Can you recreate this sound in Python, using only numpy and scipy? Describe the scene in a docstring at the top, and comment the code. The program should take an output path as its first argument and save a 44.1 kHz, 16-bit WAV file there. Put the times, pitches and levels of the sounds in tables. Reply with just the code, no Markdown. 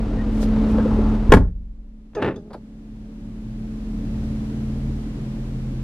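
"""A car door slams and locks

Inside a parked car the engine idles while someone climbs out with soft bumps, brushes and squeaks.
The door slams: it pushes air in, hits its catches and sets the cabin booming. This overloads the
recorder, whose gain control turns the hum down and lets it creep back. Meanwhile the central locking
clicks, whirrs and clunks, a soft knock follows, and a low drone swells."""
import sys
import numpy as np
from scipy import signal
from scipy.fft import rfft, irfft, next_fast_len
from scipy.io import wavfile
from scipy.ndimage import uniform_filter1d, map_coordinates

SR = 44100
rng = np.random.default_rng(int(sys.argv[2]) if len(sys.argv) > 2 else 0)


def wav_record(signal):
    """Record a signal, one row per channel, as 16-bit PCM in the file named by sys.argv[1]."""
    frames = np.transpose(np.atleast_2d(signal))
    bounded = np.clip(frames, -1, 1)
    # unit amplitude maps onto the largest positive 16-bit level
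    quanta = np.round(bounded * 32767).astype(np.int16)
    wavfile.write(sys.argv[1], SR, quanta)


N = 257103
TIME = np.arange(N) / SR
SHUT_S = 1.325  # the door seal closes
FIRING_HZ = 37.63  # engine puffs per second


def amp(db):
    """Turn decibels into a factor to multiply by."""
    return 10 ** (np.asarray(db) / 20)


def unit(x):
    """Scale a sound to an average strength (rms) of 1."""
    return x / np.sqrt(np.mean(x ** 2) + 1e-20)


def along(points, hz):
    """Read between (frequency, value) points, with octaves evenly spaced."""
    freqs, values = np.transpose(points)
    return np.interp(np.log(hz + 1), np.log(freqs + 1), values)


def peaks(resonances, hz):
    """Boost in dB near the frequencies at which a part likes to ring."""
    return sum(boost / (1 + (2 * (hz - centre) / width) ** 2) for centre, width, boost in resonances)


def curves(rows):
    """Join timed points into one curve for each column after the time."""
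    times, *columns = np.transpose(rows)
    return [np.interp(TIME, times, column) for column in columns]


def since(s):
    """Seconds gone by since time s, zero before it."""
    return np.maximum(TIME - s, 0)


def wobble(rate):
    """A smooth curve through `rate` random values a second."""
    return map_coordinates(rng.standard_normal(int(N * rate / SR) + 4), [TIME * rate])


def add(track, s, sound):
    """Mix a sound into a track from time s."""
    part = track[..., round(s * SR):][..., :sound.shape[-1]]
    part += sound[..., :part.shape[-1]]


def filtered(x, response):
    """Multiply each frequency in x by response(hz)."""
    n = x.shape[-1]
    padded = next_fast_len(n + 8192, True)
    return irfft(rfft(x, padded) * response(np.fft.rfftfreq(padded, 1 / SR)), padded)[..., :n]


def ring_filter(level_db, size=4096):
    """A filter of energy 1 with the given tone colour that rings only after a blow."""
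    cepstrum = irfft(np.log(amp(level_db(np.fft.rfftfreq(size, 1 / SR))) + 1e-6))
    cepstrum[1:size // 2] *= 2
    cepstrum[size // 2 + 1:] = 0
    response = irfft(np.exp(rfft(cepstrum)))
    return response / np.linalg.norm(response)


# how wide the cabin sounds: (frequency [Hz], stereo side minus middle [dB])
STEREO_WIDTH = [(60, -55), (200, -27.5), (500, -10.5), (1000, -6), (2000, -0.5), (4000, -1), (12000, 2)]
def rush(spectrum, wide_db):
    """Rushing noise, central in the bass and wide in the treble."""
    def gains(hz):
        level_db = along(spectrum, hz)
        return amp([level_db, level_db + along(STEREO_WIDTH, hz) + wide_db])
    mid, side = filtered(rng.standard_normal((2, N)), gains)
    return unit(np.array([mid + side, mid - side]))


# the lean towards the door: (frequency [Hz], left minus right [dB])
LEFT_LEAN = [(150, 0), (500, 1.5), (2000, 2), (5000, 1), (9000, 0)]
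def from_left(x):
    """Tilt a sound towards the door on the left; the bass stays central."""
    return filtered(x, lambda hz: amp(along(LEFT_LEAN, hz) * np.array([[.5], [-.5]])))


# the cabin's echo: (frequency [Hz], fade time [s]); a fade time, or t60, is the time to drop 60 dB
ECHO_FADE = [(100, 0.99), (400, 0.23), (1500, 0.11), (5000, 0.24), (12000, 0.17)]
def cabin_echo():
    """A short wash of reflections; the upholstery soaks up treble sooner than bass."""
    hz, t, noise = signal.stft(rng.standard_normal((2, SR // 2)), SR, nperseg=256)
    mid, side = noise * amp(-60 * t / along(ECHO_FADE, hz)[:, None])
    side = side * amp(along(STEREO_WIDTH, hz))[:, None]
    return signal.istft(np.array([mid + side, mid - side]), SR, nperseg=256)[1][:, :SR // 2]


def crunch(t, t60, rise):
    """A short burst of noise, equally strong from bass to treble."""
    envelope = amp(-60 * t / t60) * (1 - np.exp(-t / rise))
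    burst = rng.standard_normal(len(t)) * envelope
    power = np.abs(uniform_filter1d(np.abs(rfft(burst)) ** 2, size=150)) + 1e-12
    freqs = np.fft.rfftfreq(len(t), 1 / SR)
    flatten = ring_filter(lambda hz: -10 * np.log10(np.interp(hz, freqs, power)))
    burst = signal.fftconvolve(burst, flatten)[:len(t)]
    return burst * np.linalg.norm(envelope) / np.linalg.norm(burst)


def hits(rows, spectrum, resonances, rise_s, echo_db, left_lead_ms):
    """Each hit is a short crunch and its echo, coloured by the part that is struck."""
    out, t = np.zeros((2, N)), np.arange(SR // 2) / SR
    for s, db, bright_db, t60, bass_db in rows:
        def colour(hz):
            tilt = bright_db * np.log2(np.clip(hz, 300, 8000) / 500)
            bass = bass_db * along([(270, 1), (380, 0)], hz)
            return along(spectrum, hz) + peaks(resonances, hz) + tilt + bass
        blow = crunch(t, t60, rise_s) + amp(echo_db) * cabin_echo() * (1 - np.exp(-t / rise_s))
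        add(out, s, amp(db) * signal.fftconvolve(blow, ring_filter(colour)[None], axes=1))
    return filtered(out, lambda hz: np.exp(1j * np.pi * hz * left_lead_ms / 1e3 * np.array([[1], [-1]])))


# engine and fan tones: (pitch [Hz], base level door open [dB], base level door shut [dB], waver [dB])
HUM_TONES = [(56.4, -27, -37.5, 1.5), (113.2, -28.5, -41, 4.5), (184, -40, -42.5, 6.5),
             (217.1, -17, -28.5, 1.03), (259, -40, -46.5, 5), (283.3, -34, -42.5, 2),
             (293.9, -33.5, -45.5, 3), (445.3, -38.5, -53, 3.5), (572, -57.5, -60, 8)]
# the hum swells while the door is open: (time [s], relative level [dB])
HUM_SWELL = [(0.03, -25), (0.324, -25), (0.574, -17.5), (1.156, -19.5), (1.18, -25), (1.29, -25)]
# noise through the open door: (frequency [Hz], relative level [dB])
OUTDOOR_COLOUR = [(18, -21), (45, 2.5), (70, -3.5), (100, -2.5), (170, -8), (280, -2.5), (340, -13),
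                  (450, -12), (650, -19), (1200, -28), (2000, -35.5), (4000, -43), (7000, -53),
                  (11000, -61), (13000, -68), (16000, -100)]
# air from the vents in the shut cabin: (frequency [Hz], relative level [dB])
VENT_COLOUR = [(18, -20.5), (45, -1), (85, -8), (140, -2.5), (260, -4), (400, -14), (650, -23),
               (1200, -31.5), (2000, -35.5), (4000, -40.5), (7000, -47), (11000, -53), (13000, -55),
               (16000, -94.5)]
def idle():
    """Engine tones and rushing air, loud through the doorway and muffled once the door is shut."""
    shut = np.clip(.5 + (TIME - SHUT_S) / .03, 0, 1)
    swell_db = curves(HUM_SWELL)[0] + 19
    ease_db = 2.5 - 5 * since(4.26)  # the hum eases off near the end
    clock = TIME + .0004 * wobble(2.57)  # the idle speed wanders a little
    open_gain, shut_gain = (1 - shut) * amp(swell_db), shut * amp(ease_db)
    tones = np.zeros(N)
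    for hz, open_db, shut_db, waver_db in HUM_TONES:
        phase = 2 * np.pi * (hz * clock + rng.random()) + 0.12 * waver_db * wobble(7.4)
        gain = amp(open_db) * open_gain + amp(shut_db) * shut_gain
        tones += gain * amp(waver_db * np.tanh(wobble(5.7))) * np.sin(phase)
    throb = 1 + 0.12 * np.sin(2 * np.pi * FIRING_HZ * clock)  # one puff per firing
    outdoors = amp(-24 + 0.45 * swell_db) * throb * rush(OUTDOOR_COLOUR, wide_db=-4.0)
    vents = amp(-34 + 0.21 * ease_db) * rush(VENT_COLOUR, wide_db=2.5)
    return tones + (1 - shut) * from_left(outdoors) + shut * vents


# the engine's deepest tone: (time [s], level [dB])
FIRING_LEVEL = [(0, -25), (.42, -18.5), (.8, -24.5), (1.05, -16.5), (1.5, -23.5), (2.35, -28.5),
                (3.95, -26), (4.12, -27), (4.55, -33.5), (4.85, -25), (5.25, -33.5), (5.4, -27)]
# the tone an octave above it: (time [s], level [dB])
OCTAVE_LEVEL = [(.7, -47), (.95, -26.5), (1.25, -31.5), (1.6, -48.5), (3.6, -55), (4.2, -32), (4.5, -36.5),
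                (4.92, -28.5), (5.3, -44), (5.6, -38)]
def engine_firing():
    """The engine's firings blend into a deep tone and its octave, each swelling on its own."""
    cycles = FIRING_HZ * (TIME + .0006 * wobble(1.4))
    (firing_db,), (octave_db,) = curves(FIRING_LEVEL), curves(OCTAVE_LEVEL)
    deep = amp(firing_db + .8 * wobble(5.1)) * np.sin(2 * np.pi * cycles)
    octave = amp(octave_db + 1.5 * wobble(6)) * np.sin(2 * np.pi * (2 * cycles + rng.random()))
    return deep + octave


# upholstery squeaks: (time [s], pitch [Hz], level [dB], spread in time [s])
SEAT_SQUEAKS = [(0.202, 1870, -41, 0.016), (0.803, 1598, -38.5, 0.01)]
# clothes brush the seat: (time [s], level [dB], spread in time [s])
CLOTH_BRUSHES = [(.39, -54.5, 0.055), (0.43, -44.5, 0.015), (0.707, -54, 0.021)]
# the hiss of cloth: (frequency [Hz], relative level [dB])
CLOTH_COLOUR = [(800, -33), (1500, -10.5), (3000, -2.5), (4500, 1.5), (8000, -4), (13000, -9.5),
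                (16000, -28)]
# small bumps: (time [s], scuff level [dB], brightness [dB/octave], thud pitch [Hz], thud level [dB])
SEAT_BUMPS = [(.428, -30, 3, 520, -29), (0.7826, -16.5, -3, 478, -15), (0.857, -21, -8, 505, -13),
              (.985, -20, -8, 400, -17)]
# the hollow sound of a scuff: (frequency [Hz], relative level [dB])
SEAT_COLOUR = [(100, -26), (330, -10), (430, 0), (520, -2.5), (700, -11.5), (1600, -18), (2300, -27.5),
               (3600, -28.5), (7000, -44.5), (14000, -68.5)]
def climbing_out():
    """Someone bumps the sill and seat, clothes brush past and the upholstery squeaks."""
    def bell(s, spread):
        return np.exp(-.5 * ((TIME - s) / spread) ** 2)
    brushing = sum(amp(db) * bell(s, spread) for s, db, spread in CLOTH_BRUSHES)
    squeaks = sum(amp(db) * bell(s, spread) * np.sin(2 * np.pi * hz * TIME + wobble(160))
                  for s, hz, db, spread in SEAT_SQUEAKS)
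    scuff_t60, thud_rise_s = 0.045, .0019
    scuffs = [(s, db, bright_db, scuff_t60, 0) for s, db, bright_db, _, _ in SEAT_BUMPS]
    bumps = hits(scuffs, SEAT_COLOUR, [], rise_s=0.00069, echo_db=-21, left_lead_ms=0.02)
    t = np.arange(SR // 10) / SR
    age = t / thud_rise_s
    thud = age ** 2 * np.exp(-age)  # a damped panel swings only a few times
    for s, _, _, hz, db in SEAT_BUMPS:
        add(bumps, s, amp(db) * thud / thud.max() * np.sin(2 * np.pi * hz * t))
    return bumps + brushing * rush(CLOTH_COLOUR, wide_db=1.0) + squeaks


# a mid-pitched rush outside: (frequency [Hz], relative level [dB])
RUSH_COLOUR = [(400, -25.5), (800, -1), (1000, 0.5), (1350, -1), (1800, -18), (3000, -36.5), (8000, -79.5)]
# where the open doorway rings: (frequency [Hz], width [Hz], boost [dB])
DOORWAY_RING = [(520, 60, 4), (860, 110, 13), (1030, 53, 5), (1300, 130, 7.5)]
def outside_rush():
    """A soft rush swells and fades in the ringing doorway until the door cuts it off."""
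    crest_s, spread_s = 0.9, 0.27
    swell = np.exp(-.5 * ((TIME - crest_s) / spread_s) ** 2)
    air = unit(filtered(rush(RUSH_COLOUR, wide_db=-9.5), lambda hz: amp(peaks(DOORWAY_RING, hz))))
    return (TIME < SHUT_S) * amp(-41 + 1.5 * wobble(14)) * swell * air


# the door meets the seal, both catches and the frame, then bounces and settles:
# (time [s], level [dB], brightness [dB/octave], fade time [s], extra bass [dB])
SLAM_HITS = [(1.303, -20, -1.5, .06, 0), (1.3208, 9, -.5, .013, -12), (1.3235, 11, -.5, .014, -10),
             (1.3368, 10.5, .7, .016, 0), (1.3413, 10.5, -2.5, .016, 5), (1.3465, -4, 2.5, .018, 0),
             (1.3685, -4.5, -1.7, .085, -1), (1.402, -11.5, -5, .31, 2), (1.481, -31, 3, .04, 1)]
# the sound of the struck door: (frequency [Hz], relative level [dB])
DOOR_COLOUR = [(25, -18.5), (60, -9), (150, -6), (290, -8), (420, -7.5), (800, -16), (1650, -20.5),
               (2600, -33.5), (4000, -38.5), (7000, -45), (12000, -47.5), (14000, -83.5)]
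# where the door panel rings: (frequency [Hz], width [Hz], boost [dB])
PANEL_RING = [(187, 79, 8), (269, 50, 5), (401, 31, 4.5), (444, 24, 2), (510, 64, 3), (598, 45, 3),
              (868, 82, 10.5), (1072, 75, 9.5), (1424, 82, 9), (1666, 90, 6), (1765, 70, 5), (1900, 100, 6),
              (2270, 90, 8), (3270, 160, 5)]
# the cabin air and car body boom: (pitch [Hz], relative level [dB], fade time [s], rise time [s])
CABIN_BOOM = [(27, 1, 1.8, 0.17), (40, -3, 1.5, .1), (48.4, 7, 1.2, 0.15), (75, 6.5, .7, 0.1),
              (105, 2, 0.55, 0.068), (172, 6, .66, 0.3), (275, -1, .3, .03)]
def door_slam():
    """The door pushes air into the cabin, hits its catches and sets panel and cabin ringing."""
    out = hits(SLAM_HITS, DOOR_COLOUR, PANEL_RING, rise_s=0.00051, echo_db=-23, left_lead_ms=0.03)
    t = np.arange(2 * SR) / SR
    push_rise_s, boom_s, left_lead_ms = .0034, 1.335, .35
    age = t / push_rise_s
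    push = amp(2.5) * age ** 2 * (3 - age) * np.exp(-age)  # pressure rises, then swings below rest
    add(out, 1.2935, push)  # air driven ahead of the door
    add(out, 1.339, push)  # a second push as the seal is squeezed
    for hz, db, t60, rise in CABIN_BOOM:
        stereo_phase = np.pi * hz * left_lead_ms / 1e3 * np.array([[1], [-1]])
        envelope = amp(db - 60 * t / t60) * (1 - np.exp(-t / rise))
        add(out, boom_s, envelope * np.sin(2 * np.pi * hz * t + stereo_phase))
    return out


LOCK_ON_S, LOCK_OFF_S = 2.149, 2.359  # the relay, an electric switch, feeds the lock motor
# the relay's steel tick: (frequency [Hz], relative level [dB])
STEEL_COLOUR = [(1000, -25), (3000, -5.5), (7000, -7), (11000, -14.5), (14000, -27)]
# where the relay rings: (frequency [Hz], width [Hz], boost [dB])
RELAY_RING = [(3520, 480, 19), (4880, 650, 14), (6380, 450, 14.5), (11700, 700, 6)]
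# extra ring as it springs back: (frequency [Hz], width [Hz], boost [dB])
SPRING_RING = [(3470, 250, 4), (15200, 900, 20)]
# the latches clunk home: (time [s], level [dB], brightness [dB/octave], extra bass [dB])
LATCH_HITS = [(2.1994, -4, -2, -3), (2.2082, -4, -2, -3), (2.218, -8, 4.5, -2), (2.2229, 5, 4, -0.5),
              (2.2265, 1, 2, 0.5), (2.2308, 1.5, 2.5, 2), (2.2385, -2, -0.5, 1), (2.2453, 3.5, 3, 1),
              (2.2533, 2.5, 1.5, 3), (2.262, 3.5, 2.5, 3), (2.2754, 4, 2, 3), (2.2867, 1, 2, 2),
              (2.296, 0, -3.5, -3), (2.3086, -7, 1, 0), (2.3186, -7, -1, 4), (2.3428, -16, 1.5, 1)]
# the sound of latches and rods: (frequency [Hz], relative level [dB])
LATCH_COLOUR = [(40, -15), (100, 1), (170, 0.5), (285, 5), (450, 0), (700, -9.5), (1300, -16.5),
                (2200, -24.5), (3300, -34.5), (5000, -49.5), (7000, -60.5), (11000, -63), (15000, -91)]
# where the lock housing and trim ring: (frequency [Hz], width [Hz], boost [dB])
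HOUSING_RING = [(414, 25, 3.5), (507, 40, 4.5), (590, 35, 3), (857, 60, 7), (1080, 70, 3), (1446, 46, 5),
                (1770, 170, 7), (2720, 300, 5.5), (3700, 260, 5)]
def central_locking():
    """The relay ticks on, rods rattle while the latches go home, and the relay ticks off."""
    tick_t60, latch_t60, rod_t60 = 0.042, 0.042, 0.11
    rods_per_s, rods_end_s = 60, 2.3
    ticks = [(LOCK_ON_S, -20.5, RELAY_RING), (LOCK_OFF_S, -28.5, RELAY_RING + SPRING_RING)]
    relay = sum(hits([(s, db, 0, tick_t60, 0)], STEEL_COLOUR, ring,
                     rise_s=0.0016, echo_db=-16, left_lead_ms=0.042) for s, db, ring in ticks)
    # the rods take up their slack and later let go: (time [s], level [dB], brightness [dB/octave])
    rods = [(2.132, -29, 2), (LOCK_OFF_S, -15.5, -3)]
    for s in np.arange(LOCK_ON_S, rods_end_s, 1 / rods_per_s):
        rods.append((s + rng.random() / (2 * rods_per_s), rng.normal(-12.5, 2), 2))
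    clunks = [(s, db, bright_db, latch_t60, bass_db) for s, db, bright_db, bass_db in LATCH_HITS]
    clunks += [(*row, rod_t60, 0) for row in rods]
    return relay + hits(clunks, LATCH_COLOUR, HOUSING_RING,
                        rise_s=0.00046, echo_db=-21, left_lead_ms=0.036)


# the motor's whirr and the faint tone after it: (time [s], pitch [Hz], relative level [dB])
WHIRR_PATH = [(2.149, 520, -30), (2.165, 497, -25.5), (2.173, 424.6, -18.5), (2.187, 412, -18.5),
              (2.215, 412, -28), (2.345, 384.8, -42), (2.371, 412, -31), (2.41, 407.5, -44),
              (2.53, 407, -44)]
# the tones in the whirr: (multiple of the pitch, relative level [dB])
WHIRR_TONES = [(1, -2), (1.5, -11), (2, -14), (3, -19), (4, -22), (6, -30)]
def lock_motor():
    """A small geared motor whirrs and slows; a faint tone rings on in the cabin, then fades."""
    pitch_hz, level_db = curves(WHIRR_PATH)
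    cycles = np.cumsum(pitch_hz * (1 + .04 * wobble(200))) / SR
    tilt_db = .25 * (level_db - level_db.max())  # brighter when louder
    whirr = sum(amp(db + tilt_db * np.log2(k)) * np.sin(2 * np.pi * (k * cycles + rng.random()))
                for k, db in WHIRR_TONES)
    fade_in = 1 - np.exp(-since(LOCK_ON_S) / 0.002)
    fade_out_db = -60 * since(WHIRR_PATH[-1][0]) / .12
    chatter_db = 2.6 * wobble(260)
    return fade_in * amp(16.5 + level_db + fade_out_db + chatter_db) * whirr


# one soft knock with its lead-in: (time [s], level [dB], brightness [dB/octave])
KNOCK_HITS = [(2.504, -22.5, 0), (2.513, -21, -4), (2.530, -21.5, 4.5), (2.5415, -11.5, -3)]
# the sound of the knock: (frequency [Hz], relative level [dB])
KNOCK_COLOUR = [(100, -6), (300, -3.5), (600, 2), (900, -2.5), (1500, -12), (2500, -28), (3800, -27.5),
                (4700, -24), (6000, -45), (11000, -39), (15000, -55)]
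# the knocked panel's tones: (pitch [Hz], level relative to the hit [dB], fade time [s])
PANEL_TONES = [(225, -18, .11), (619, -15, .06), (861, -24, 0.15), (1420, -27.5, .08), (1820, -39, .07)]
def knock():
    """A light knock on the car body sets a panel ringing."""
    hit_t60, rise_s = 0.075, 0.002
    taps = [(*row, hit_t60, 0) for row in KNOCK_HITS]
    out = hits(taps, KNOCK_COLOUR, [], rise_s, echo_db=-17.0, left_lead_ms=0.039)
    t = np.arange(SR // 2) / SR
    for s, db, _ in KNOCK_HITS:
        ring = sum(amp(level - 60 * t / t60) * np.sin(2 * np.pi * (hz * t + rng.random()))
                   for hz, level, t60 in PANEL_TONES)
        add(out, s, amp(db) * (1 - np.exp(-t / rise_s)) * ring)
    return out


# a drone in the shut cabin: (time [s], pitch [Hz], level [dB])
DRONE_PATH = [(2.9, 115.4, -47.5), (3.33, 116.4, -32), (3.62, 123.2, -28.5), (3.85, 124, -41),
              (4.15, 128, -30.5), (4.9, 135.6, -26.5), (5.05, 134.2, -36.5), (5.2, 132.8, -29.5),
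              (5.75, 127.4, -28)]
def drone():
    """A low, wavering tone, faint at first, comes in swells as its pitch drifts up and back down."""
    pitch_hz, level_db = curves(DRONE_PATH)
    tone = np.sin(2 * np.pi * np.cumsum(pitch_hz) / SR)
    return (TIME > SHUT_S) * amp(level_db + 1.6 * wobble(8)) * tone


def scene():
    """Everything heard at the dashboard."""
    hum = idle() + engine_firing() + drone()
    doorway = from_left(climbing_out() + door_slam() + outside_rush())
    return hum + doorway + lock_motor() + central_locking() + knock()


def gain_control(x, limit, hold_s, fall_db_per_s, rise_db_per_s, depth_db, block=128):
    """A peak over the limit turns the volume down for a while; then it creeps back."""
    starts, step_s = np.arange(0, N, block), block / SR
    block_peaks = np.maximum.reduceat(np.abs(x).max(0), starts)
    gain_db, until_s, gains_db = 0, -1, []
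    for s, peak in zip(starts / SR, block_peaks):
        if peak * amp(gain_db) > limit:
            until_s = s + hold_s
        if s < until_s:
            gain_db = max(gain_db - fall_db_per_s * step_s, -depth_db)
        else:
            gain_db = min(gain_db + rise_db_per_s * step_s, 0)
        gains_db.append(gain_db)
    return x * amp(np.interp(TIME, starts / SR, gains_db))


def record(dry):
    """The recorder turns down after an overload, clips the peaks and cuts the highest treble."""
    ducked = gain_control(dry, limit=1.1, hold_s=0.43, fall_db_per_s=109.5, rise_db_per_s=9, depth_db=22)
    top_hz = 16000
    return filtered(np.clip(ducked, -1, 1), lambda hz: 1 / (1 + (hz / top_hz) ** 60))


dry = scene()
out = record(dry)
wav_record(out)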